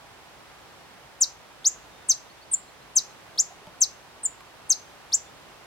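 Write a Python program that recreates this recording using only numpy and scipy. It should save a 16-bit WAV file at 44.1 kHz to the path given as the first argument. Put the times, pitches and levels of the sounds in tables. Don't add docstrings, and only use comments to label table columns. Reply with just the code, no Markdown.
import sys
import numpy as np
from scipy import signal
from scipy.fft import rfft, irfft
from scipy.io import wavfile
from scipy.ndimage import uniform_filter1d

SR = 44100
rng = np.random.default_rng(int(sys.argv[2]) if len(sys.argv) > 2 else 0)


def pcm_store(signal):
    levels = np.round(np.clip(np.atleast_2d(signal), -1, 1) * 32767)
    wavfile.write(sys.argv[1], SR, levels.astype(np.int16).T)


def to_linear_factor(level_db):
    exponent = np.asarray(level_db, float) / 20
    return 10 ** exponent


N = 249592

# (resting pitch [Hz], slides of (middle [ms], slowness [ms], change [Hz]))
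FALL_PITCH = [
    (10050, [(5.8, 2.3, -2800), (17, 3, -350)]),
    (6370, [(21.5, 3.6, -2730)]),
]
RISE_PITCH = [
    (300, [(4.5, 11, 6900)]),
    (7000, [(9, 1.8, 500)]),
]
WAVE_PITCH = [
    (10600, [(0, 2.3, -2500), (12, 1.5, 1300), (19.3, 1.5, -700)]),
    (10700, [(0, 3.5, -3650), (21, 2.2, 1000)]),
]
# (time [s], break [ms], pitch ratio [1], pace ratio [1], level [dB])
FALL_NOTES = [
    (1.2029, 19.2, .992, 1, -15.5),
    (2.0827, 15.7, 1.002, .98, -15),
    (2.9519, 16.9, 1.004, 1, -15),
    (3.8028, 15.7, 1, 1, -15),
    (4.6902, 13.4, 1.008, .96, -16),
]
RISE_NOTES = [
    (1.6425, 29.2, 1.005, 1.01, -16.5),
    (3.3750, 25.8, .995, 1.04, -16.5),
    (5.1187, 25, 1.017, .93, -16.5),
]
WAVE_NOTES = [
    (2.5125, 19.9, 1, .99, -18),
    (4.2310, 19.4, .983, .99, -21),
]
# (starts below by [dB], swell [ms], 1 dB down at [ms], collapse [ms])
FALL_EFFORT = [
    (1, 48.3, 5.5, 0.0102),
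    (-3, 1.1, 8.5, 7.03),
]
RISE_EFFORT = [
    (2.34, 38.6, 9.2, .01),
    (-1, 6.8, 0.3, 5.4),
]
WAVE_EFFORT = [
    (-5.5, 28, 2.3, .36),
    (6, 3.1, 9.3, 3.9),
]
# (flutter rate [Hz], flutter depth [Hz], flutter depth
# [dB], flutter change [dB/ms], air hiss [dB])
FALL_MANNER = (395.5, 6, -0.1, 0.5762, -23)
RISE_MANNER = (390, 520, -2, -.25, -35)
WAVE_MANNER = (280, 25, .8, .8, -38)
# (overtone frequency [Hz], 2nd harmonic [dB], 3rd harmonic [dB])
OVERTONES = [(6000, -5, -31), (9300, -18.5, -27), (12580, -26.5, -29.5), (13900, -33.5, -34),
             (16000, -25.5, -36.5)]
# (pitch [Hz], gain [dB])
BEAK = [(3000, 4.2), (4500, 0.5), (6000, 1.6), (7200, 3), (8500, -1), (10000, 4.5)]
# (start [ms], energy [dB], t60 [s])
LEAVES = [
    (1.2, -9, 0.041),
    (7.9, -13.5, 0.21),
    (40, -28.5, 0.43),
]
# (frequency [Hz], gain [dB])
LEAF_COLOUR = [(3000, 2.5), (5000, -1), (7000, -4.5), (9000, -3), (14000, -2)]
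# (time [s], level [dB], ring [Hz], t60 [s], click [dB])
KNOCKS = [
    (3.503, -43, 765, 0.063, -17),
    (3.52, -41, 780, 0.051, -24),
    (3.585, -51, 824, .1, -24),
    (3.615, -47, 396, 0.14, -24),
    (3.6695, -44, 618, 0.15, -9),
    (3.670, -41, 900, 0.064, -23),
    (3.673, -40.5, 175, 0.062, -31),
    (4.4063, -41, 1034, 0.07, -11),
    (4.4075, -47, 2200, 0.027, -6),
]
# (time [s], start pitch [Hz], level [dB])
FAR_CHIPS = [
    (2.25, 3450, -66),
    (2.295, 4200, -60),
    (2.368, 3400, -65),
    (2.414, 4270, -57),
    (2.544, 4080, -59),
    (2.672, 4020, -62),
    (2.81, 3930, -63),
    (3.10, 3830, -63),
]
# (time [s], length [s], start pitch [Hz], level [dB])
FAR_WHISTLES = [
    (1.927, 0.15, 3630, -65),
    (5.259, 0.041, 3500, -62),
    (5.455, .08, 3520, -69),
    (5.485, .03, 7600, -67.5),
]
# (frequency [Hz], density [dB per Hz])
TOWN = [(27, -22), (49, -3.5), (141, -2.5), (230, -6), (800, -0.7), (1100, -2.5), (5730, -17), (16000, -30)]
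# (frequency [Hz], left-right likeness [1])
TOWN_ALIKE = [(60, 0.95), (130, 0.39), (290, 0.07), (640, 0.58), (1410, 0.55), (3100, -0.08), (6820, 0.15),
              (15000, -0.035)]
# (frequency [Hz], left minus right [dB])
TOWN_PAN = [(60, 2), (110, 3.5), (200, -2), (2380, -2), (4400, -0.7), (15000, -0.3)]
# (frequency [Hz], level [dB])
HUM = [(54, -74), (137, -75)]


def hummingbird():
    out = np.zeros((2, N))
    lead_s = 8e-6
    falling_closing_ms = 12.6
    # (last: left minus right, dB)
    kinds = ((FALL_PITCH, FALL_EFFORT, FALL_NOTES, FALL_MANNER, falling_closing_ms, 2.5),
             (RISE_PITCH, RISE_EFFORT, RISE_NOTES, RISE_MANNER, None, 1.5),
             (WAVE_PITCH, WAVE_EFFORT, WAVE_NOTES, WAVE_MANNER, None, 1.5))
    for pitch, strength, notes, manner, early_closing_ms, pan_db in kinds:
        for s, break_ms, ratio, pace, db in notes:
            closing_ms = early_closing_ms or break_ms
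            note = to_linear_factor(db) * syrinx(pitch, strength, break_ms, closing_ms, ratio, pace, *manner)
            delay = np.exp(-2j * np.pi * np.fft.rfftfreq(len(note), 1 / SR) * lead_s)
            late = irfft(rfft(note) * delay, len(note))
            add(out, s, np.array([note * to_linear_factor(pan_db / 2), late * to_linear_factor(-pan_db / 2)]))
            add(out, s, signal.fftconvolve(note[None], leaves(), axes=1))
    return out


def syrinx(pitch, strength, break_ms, closing_ms, ratio, pace, flutter_hz, depth_hz, depth_db, change_db, air_db):
    ms = np.arange(int(0.07 * SR)) * 1000 / SR
    early, late = pace * ms, pace * (ms - closing_ms)
    hz = np.where(ms < break_ms, slide(early, *pitch[0]), slide(late, *pitch[1]))
    db = np.where(ms < break_ms, *effort(early, late, *strength))

    beat = 2 * np.pi * np.cumsum(flutter_hz * (1 + 0.25 * walk(570, len(ms)))) / SR
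    since_break = ms - break_ms
    flutter_size = np.clip(since_break, 0, 1) * to_linear_factor(change_db * np.clip(since_break, 0, 15))
    flutter = flutter_size * np.sin(beat)
    hz = ratio * uniform_filter1d(hz, size=16) + depth_hz * flutter + 25 * walk(900, len(ms))

    phase = 2 * np.pi * np.cumsum(hz) / SR
    tone = np.sqrt(2) * np.sin(phase)
    for k in (2, 3):
        audible = k * hz < 0.45 * SR
        overtone_db = colour(OVERTONES, k * hz, column=k - 1) + 3
        tone += to_linear_factor(overtone_db) * audible * np.sin(k * phase)

    air_band = signal.butter(3, (5430, 7800), "band", fs=SR, output="sos")
    air = signal.sosfilt(air_band, rng.standard_normal(len(ms)))
    tone += to_linear_factor(air_db) * air / air.std()

    level_db = uniform_filter1d(db, size=40) + colour(BEAK, hz) + depth_db * flutter
    level_db = level_db + 0.408 * walk(600, len(ms))
    return tone * to_linear_factor(level_db) * np.clip(ms, 0, 1)


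def slide(ms, rest_hz, slides):
    return rest_hz + sum(change_hz / (1 + np.exp((middle - ms) / slowness)) for middle, slowness, change_hz in slides)


def effort(ms, late, opening, closing):
    held_db, below_db, swell, sag_db = opening
    late_db, late_swell, down, collapse = closing
    start = held_db - below_db * np.exp(-ms / swell) - sag_db * ms
    end = -late_db * np.exp(-np.maximum(late, 0) / late_swell) - np.exp((late - down) / collapse)
    return start, np.maximum(end, -120)


def leaves():
    alike = 0.14
    t = np.arange(SR // 2) / SR
    echo = 0
    for start_ms, energy_db, t60 in LEAVES:
        age = t - start_ms / 1000
        shape = np.clip(age / 0.004, 0, 1) * to_linear_factor(-60 * np.maximum(age, 0) / t60)
        shape = shape / np.sqrt(np.sum(shape ** 2))
        echo = echo + to_linear_factor(energy_db) * shape * rng.standard_normal((3, len(t)))
    echo = np.sqrt(alike) * echo[0] + np.sqrt(1 - alike) * echo[1:]
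    return irfft(rfft(echo) * to_linear_factor(colour(LEAF_COLOUR, np.fft.rfftfreq(len(t), 1 / SR))))


def knocks():
    out, t = np.zeros((2, N)), np.arange(SR // 8) / SR
    for s, db, hz, t60, click_db in KNOCKS:
        phase = 2 * np.pi * np.cumsum(hz * (1 + 0.054 * walk(300, len(t)))) / SR
        ring = np.sin(phase) * to_linear_factor(-60 * t / t60) * np.clip(t / 0.0019, 0, 1)
        click = uniform_filter1d(rng.standard_normal(len(t)), size=6) * to_linear_factor(click_db + 14 - 60 * t / 0.019)
        add(out, s, to_linear_factor(db) * (ring + click))
    return out


def far_bird():
    out = np.zeros((2, N))
    chip_s, chip_climb, whistle_climb = 0.03, 0.06, 0.0163
    calls = [(s, chip_s, hz, chip_climb, db) for s, hz, db in FAR_CHIPS]
    calls += [(s, length, hz, whistle_climb, db) for s, length, hz, db in FAR_WHISTLES]
    for s, length, start_hz, climb, db in calls:
        u = np.arange(int(length * SR)) / (length * SR)
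        hz = start_hz * (1 + climb * np.sin(1.93 * u))
        call = np.sin(2 * np.pi * np.cumsum(hz) / SR) * np.sin(np.pi * u) ** 0.4
        add(out, s, to_linear_factor(db) * np.array([0.8 * call, 0.9 * np.roll(call, 2)]) * 2)
    return out


def town():
    level_db, lead_s = -51, 8e-5
    hz = np.fft.rfftfreq(N, 1 / SR)
    shared, left, right = rfft(rng.standard_normal((3, N)))
    alike = np.clip(colour(TOWN_ALIKE, hz), 0, 1)
    late = np.exp(-2j * np.pi * hz * lead_s)
    pair = np.sqrt(alike) * np.array([shared, shared * late]) + np.sqrt(1 - alike) * np.array([left, right])
    pan_db = colour(TOWN_PAN, hz)
    side_db = colour(TOWN, hz) + np.array([pan_db, -pan_db]) / 2
    wash = irfft(pair * to_linear_factor(side_db) / np.sqrt(1 + alike), N)
    return wash * to_linear_factor(level_db + 0.39 * walk(2.01, N)) / wash.mean(axis=0).std()


def hum():
    tones = 0
    for hz, db in HUM:
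        phase = 2 * np.pi * np.cumsum(hz * (1 + 0.027 * walk(3.2, N))) / SR
        tones = tones + to_linear_factor(db + 0.88 * walk(5.6, N)) * np.sin(phase)
    return np.sqrt(2) * tones * to_linear_factor(np.array([[1.5], [-1.5]]))


def colour(table, hz, column=1):
    t = np.array(table, float)
    return np.interp(np.log(np.maximum(hz, 1)), np.log(t[:, 0]), t[:, column])


def walk(rate, count):
    k = int(SR / rate)
    w = uniform_filter1d(uniform_filter1d(rng.standard_normal(count), k), k)
    return w / w.std()


def add(out, s, sound):
    i = int(s * SR)
    out[:, i:i + sound.shape[-1]] += sound[..., :N - i]


def scene():
    return hummingbird() + knocks() + far_bird() + town() + hum()


def band_limit(x):
    return signal.sosfilt(signal.butter(12, 16810, fs=SR, output="sos"), x)


def record(dry):
    low_pass = signal.ellip(8, 0.1, 50, 15900, fs=SR, output="sos")
    mix = signal.sosfiltfilt(low_pass, dry)
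    return band_limit(mix)


dry = scene()
out = record(dry)
pcm_store(out)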